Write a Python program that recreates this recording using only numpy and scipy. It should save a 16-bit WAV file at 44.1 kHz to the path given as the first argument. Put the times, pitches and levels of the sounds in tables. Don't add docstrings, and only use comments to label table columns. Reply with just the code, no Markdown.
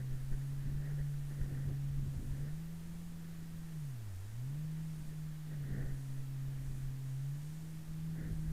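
import sys
import numpy as np
from scipy import signal
from scipy.fft import rfft, irfft
from scipy.io import wavfile
from scipy.ndimage import uniform_filter1d

SR = 44100
rng = np.random.default_rng(int(sys.argv[2]) if len(sys.argv) > 2 else 0)


def unload_audio(sound):
    columns = np.transpose(np.atleast_2d(sound))
    steps = np.round(np.clip(columns, -1, 1) * 32767)
    wavfile.write(sys.argv[1], SR, steps.astype(np.int16))


def gain_from_decibels(decibels):
    exponent = np.asarray(decibels, float) / 20
    return 10 ** exponent


N = 375983

# time_s, firing_rate_hz, tone_level_db, cylinder_mismatch_db, second_overtone_db
ENGINE_COURSE = [(0, 129.9, -40.5, -24, -28), (.42, 138, -40.5, -23, -24), (.95, 144.5, -39, -26, -30.5),
                 (1.55, 137.9, -39.3, -25, -26), (2.42, 140.8, -39.5, -20, -28),
                 (2.62, 163.5, -45, -16, -25.5), (3.03, 169.3, -48, -12, -26),
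                 (3.7, 162.3, -46.5, -17, -23.5), (3.8, 153.2, -41.5, -21, -26.5),
                 (4.16, 88.4, -44, -29, -24), (4.6, 153.5, -39.5, -27, -26.5),
                 (4.85, 160.7, -41.5, -23, -30), (5.0, 154.5, -44.5, -25, -23),
                 (5.49, 153.5, -41.5, -25.5, -28), (5.72, 136.2, -38.5, -28, -23),
                 (7.17, 133.3, -41, -27.5, -25), (7.58, 159.6, -46.5, -18.5, -24.5),
                 (8.53, 157, -40.5, -18, -22)]
# middle_s, length_s, tone_change_db, speed_change_hz
ENGINE_WAVES = [(.24, .26, -3.5, -2), (.65, .2, -1, -1.5), (1.31, 0.24, -2.5, 1.5), (1.58, 0.078, 0, -3),
                (2.04, 0.068, -2, -1), (2.215, 0.18, -9, -6), (2.37, .06, -4, -1), (2.8, 0.074, -1.5, -1.5),
                (3.22, 0.19, 1, -1.5), (3.42, .16, -1.5, -2.5), (3.99, .16, -3, -3),
                (4.34, .28, -3.5, -1.5), (5.08, 0.11, -3.5, -1), (5.39, 0.25, -3.5, 0),
                (5.62, 0.11, 1.5, -2), (6.05, 0.77, -3.5, -0.2), (6.5, .15, -0.8, 1.5),
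                (6.72, 0.23, -4, -0.66), (7.0, 0.21, -2, 0), (7.31, 0.17, 3, -0.7), (7.45, .15, 2, -1),
                (7.85, 0.078, -6.5, -1.5), (8.08, 0.16, 3, 2), (8.28, .16, -1, 1.5)]

# time_s, rumble_level_db
SEA_CHOP = [(0, -54), (.5, -49), (.88, -48.5), (1.26, -51), (1.8, -46.5), (2.3, -51), (2.7, -57),
            (4.3, -61), (4.9, -58), (5.15, -52), (5.45, -62), (5.9, -48), (6.1, -65.5), (6.7, -43),
            (7.2, -66.5), (7.9, -59.5), (8.1, -54), (8.53, -45)]
# middle_s, length_s, buffet_db, whistle_db
WIND_GUSTS = [(0, .05, 6, 13), (.13, 0.073, 8.5, 5.5), (.22, 0.073, -0.5, 7), (.33, 0.042, 10, 11.5),
              (.71, 0.22, 10.5, 3), (.875, .14, 5.5, 11.5), (1.0, .04, 10, 9), (1.31, .03, 1.5, 9),
              (1.42, 0.13, 4.5, 9.5), (1.55, 0.12, 10.5, 9), (1.69, 0.14, 10, 5), (2.03, 0.17, 10, -4),
              (2.21, 0.15, 14, 1), (2.38, 0.17, 9.5, 4), (2.475, 0.076, 2, 6), (3.25, 0.055, 4, 1.5),
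              (4.27, 0.082, -5, 3), (4.65, .06, 6, -3), (5.0, 0.14, 3.5, -1), (5.53, .07, 7, 9),
              (5.69, 0.18, 9, 8), (5.83, 0.18, 10.5, 11.5), (5.95, 0.1, 0, 2.5), (6.17, .06, -1, 4),
              (6.78, 0.064, 2, 0), (8.225, 0.16, 10, 10.5), (8.32, .05, 9, 0), (8.52, .12, 5, 3)]
# pitch_hz, level_db (per Hz)
RUMBLE_COLOUR = [(3, -14), (8, -16.5), (18, 6.5), (35, -0.5), (60, -9), (100, -33)]
# pitch_hz, level_db (per Hz)
FLUTTER_COLOUR = [(25, -26), (50, 3.5), (110, 8.5), (215, 1.5), (300, -7), (450, -27)]
# pitch_hz, level_db (per Hz)
RUSH_COLOUR = [(180, -4.5), (300, 3.5), (500, 1.5), (750, -7.5), (1100, -22.5), (1600, -17)]
# pitch_hz, width_hz, level_db
AIR_POCKET = [
    (1877, 400, 1.5),
    (1430, 470, -1.3),
    (2360, 760, -8),
]

# peak_time_s, peak_level_db, rise_ms, recovery_ms
PUSH_JOLTS = [(.755, -40, 8.3, 4), (1.008, -40, 4, 3.3), (1.670, -41.5, 5, 2.8), (1.719, -36, 3.2, 2),
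              (2.011, -38, 2.44, 3.5), (2.535, -43, 13, 18.6), (5.090, -40, 9.6, 11.5),
              (5.722, -34, 4.3, 6), (5.864, -38, 3.1, 10.2), (5.927, -33, 6.4, 6.8), (8.413, -34, 7.2, 8),
              (8.487, -31.5, 3.7, 4)]
# peak_time_s, peak_level_db, fall_ms, recovery_ms
SLAP_JOLTS = [(.123, -32, 6.8, 11), (.218, -36.5, 8.3, 8.8), (.323, -27, 8.1, 8.3), (1.018, -39, 3.5, 3.95),
              (1.406, -31.5, 1.6, 3.1), (1.416, -27, 2.2, 5.5), (1.576, -40, 1.85, 2.1),
              (1.676, -36, 2.7, 5), (1.909, -35, 3.2, 2.3), (1.944, -35, 5, 6.6), (1.986, -33, 5.2, 3.4),
              (2.063, -35, 2.5, 1.4), (2.074, -30.5, 2.4, 1.8), (2.168, -35, 3.7, 2.5),
              (2.180, -32, 3.2, 3.1), (2.218, -36, 1.33, 9), (2.266, -38, 4.4, 7.2), (2.311, -30, 5.1, 6.1),
              (2.333, -33, 4.8, 1.9), (2.412, -37, 9.2, 7), (5.639, -39, 2.8, 1.6), (5.832, -43, 1.76, 2.1),
              (6.118, -39, 41, 31), (6.630, -37, 6.5, 7), (6.711, -35.5, 1.8, 13.2), (6.832, -35, 6.4, 9.2),
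              (7.890, -39, 5.8, 8), (8.261, -39, 5.5, 6), (8.320, -34, 5.6, 4.7)]
# start_s, peak_level_db
WATER_DROPS = [(.3287, -43), (.4135, -41), (.577, -53), (.8225, -44), (.8684, -54), (1.0026, -51),
               (1.1403, -40), (1.4132, -34), (1.5743, -37), (1.641, -39), (2.4835, -40), (5.6384, -36),
               (5.7059, -51), (5.7294, -52), (5.7566, -50), (5.7993, -48), (5.8252, -33)]

# middle_s, length_s, coarse_mist_db, fine_mist_db
SPRAY_SHEETS = [(.33, 0.54, 4.5, 5), (1.38, 0.67, 4, 4), (2.2, 0.37, 3.5, 2.5), (2.9, 0.98, 3.5, 3),
                (3.75, .45, 3.5, 2.5), (4.25, 0.6, 4.5, 2.5), (5.02, 0.41, 5.5, 4), (6.02, .5, 5.5, 4.5),
                (6.72, .35, 5, 4), (7.13, 0.27, 5, 2), (7.53, .4, 6, 2), (7.85, .3, 3, 2.5),
                (8.4, .4, 3.5, 3.5)]
# pitch_hz, level_db (per Hz)
COARSE_COLOUR = [(4500, -10), (6000, -4), (6900, -1), (7600, -2.5), (8450, -0.5), (9100, -4.5),
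                 (9800, -11.5)]
# pitch_hz, level_db (per Hz)
FINE_COLOUR = [(8800, -9), (9500, -4), (10500, -2), (11200, -3.5), (12500, -15)]
# pitch_hz, level_db (per Hz)
HISS_COLOUR = [(20, 1), (100, 1), (230, 6.5), (750, 6.5), (1200, 5.5), (1800, 3.5), (2400, 2.5), (4200, 0),
               (11000, -6.5), (12500, -1.5), (14600, -3), (15200, -2), (15740, -19)]


def curves(table):
    time_s, *columns = np.transpose(table)
    return [np.interp(np.arange(N) / SR, time_s, column) for column in columns]


def swells(table, edge=2.5):
    middle_s, length_s, *columns = np.transpose(table)[:, :, None]
    coarse_steps = np.arange(0, N, 32)
    distance = np.abs(2 * (coarse_steps / SR - middle_s) / length_s)
    hump = np.exp(-distance ** edge)
    return [np.interp(np.arange(N), coarse_steps, (column * hump).sum(0)) for column in columns]


def unit(x):
    return x / np.sqrt(np.mean(x ** 2))


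def coloured(x, colour):
    pitch_hz, level_db = np.transpose(colour)
    log_hz = np.log(np.arange(N // 2 + 1) * SR / N + 1e-3)
    gain_db = np.interp(log_hz, np.log(pitch_hz), level_db, left=-90, right=-90)
    return unit(irfft(rfft(x) * gain_from_decibels(gain_db), N))


def walk(rate_hz):
    hold = int(SR / rate_hz)
    held = np.repeat(rng.standard_normal(N // hold + 1), hold)
    smooth = uniform_filter1d(uniform_filter1d(held, hold), hold)
    return unit(smooth[:N])


def engine():
    inertia = int(0.07 * SR)
    course = [uniform_filter1d(column, inertia) for column in curves(ENGINE_COURSE)]
    firing_hz, tone_db, uneven_db, second_db = course
    change_db, change_hz = swells(ENGINE_WAVES, edge=2.1)
    firing_hz = firing_hz + change_hz
    tone_db = tone_db + change_db
    uneven_db = uneven_db - 0.7 * change_db
    second_db = second_db - 0.69 * change_db

    turn = np.pi * np.cumsum(firing_hz * (1 + 0.0027 * walk(26))) / SR
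    firing = gain_from_decibels(0.72 * walk(11)) * np.sin(2 * turn)
    half = gain_from_decibels(uneven_db + 1.85 * walk(15)) * np.sin(turn + 0.53 * walk(12))
    between = gain_from_decibels(-35.0 + 1.0 * walk(11)) * np.sin(3 * turn + 0.5 * walk(8.4))
    second = gain_from_decibels(second_db + 1.5 * walk(22)) * np.sin(4 * turn + 0.29 * walk(12))
    third = gain_from_decibels(-42.5 + 2.6 * walk(14)) * np.sin(6 * turn + 0.5 * walk(12))
    return np.sqrt(2) * gain_from_decibels(tone_db) * (firing + half + between + second + third)


def wind():
    rumble_db, = curves(SEA_CHOP)
    buffet_db, whistle_db = swells(WIND_GUSTS)
    calm_db = 0.13 * (rumble_db - np.mean(rumble_db))
    flutter_db = -60 + calm_db + buffet_db + 1.9 * walk(14)
    rush_db = -71 + calm_db + 0.35 * buffet_db + 0.65 * whistle_db + 0.9 * walk(15)
    ring_db = -74.5 + calm_db + whistle_db + 1.24 * walk(16)

    rumble = gain_from_decibels(rumble_db + 3.0) * coloured(eddies(rate_hz=12, patchy_db=2.0), RUMBLE_COLOUR)
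    gusts = eddies(rate_hz=50, patchy_db=0.5)
    flutter = gain_from_decibels(flutter_db) * coloured(gusts, FLUTTER_COLOUR)
    rush = gain_from_decibels(rush_db) * coloured(gusts, RUSH_COLOUR)
    fine = pocket(eddies(rate_hz=170, patchy_db=0.5))
    ring = gain_from_decibels(ring_db) * unit(pocket(fine) + 0.26 * fine)
    return rumble + flutter + rush + ring


def eddies(rate_hz, patchy_db):
    return rng.standard_normal(N) * gain_from_decibels(patchy_db * walk(rate_hz))


def pocket(x):
    rings = []
    for pitch_hz, width_hz, level_db in AIR_POCKET:
        b, a = signal.iirpeak(pitch_hz, pitch_hz / width_hz, SR)
        rings.append(gain_from_decibels(level_db) * signal.lfilter(b, a, x))
    main, *sides = rings
    return main - sum(sides)


def jolts(table):
    out = np.zeros(N)
    around = np.arange(-5000, 9000)
    t_ms = around / SR * 1000
    for peak_s, level_db, before_ms, after_ms in table:
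        swing = np.exp(-(t_ms / np.where(t_ms < 0, before_ms, after_ms)) ** 2)
        rebound = before_ms / (before_ms + 3)
        back = rebound * np.exp(-((t_ms / after_ms - 2.6) / 0.67) ** 2)
        at = int(peak_s * SR) + around
        inside = at < N
        out[at[inside]] += gain_from_decibels(level_db) * (swing - back)[inside]
    return out


def drops():
    start_s, level_db = np.transpose(WATER_DROPS)
    hits = np.zeros(N)
    hits[(start_s * SR).astype(int)] = gain_from_decibels(level_db + 18) * rng.choice([-1, 1], len(start_s))
    bounced = hits + 0.16 * np.roll(hits, 70)
    return pocket(pocket(bounced))


def spray():
    coarse_db, fine_db = swells(SPRAY_SHEETS, edge=1.7)
    patches = gain_from_decibels(0.56 * walk(16))
    coarse = gain_from_decibels(-75.5 + coarse_db) * coloured(rng.standard_normal(N), COARSE_COLOUR)
    fine = gain_from_decibels(-77 + fine_db) * coloured(rng.standard_normal(N), FINE_COLOUR)
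    return patches * (coarse + fine)


def microphone_noise():
    hiss = gain_from_decibels(-64) * coloured(rng.standard_normal(N), HISS_COLOUR)
    whine = gain_from_decibels(-91.5) * np.sin(2 * np.pi * 12441 * np.arange(N) / SR)
    offset = 0.0028
    return hiss + whine + offset


def scene():
    membrane_jolts = jolts(PUSH_JOLTS) - jolts(SLAP_JOLTS)
    mix = engine() + wind() + membrane_jolts + drops() + spray()
    return mix[None]


def low_pass(x):
    return signal.sosfilt(signal.butter(12, 15910, fs=SR, output="sos"), x)


def record(dry):
    mix = dry + microphone_noise()
    return low_pass(mix)


dry = scene()
out = record(dry)
unload_audio(out)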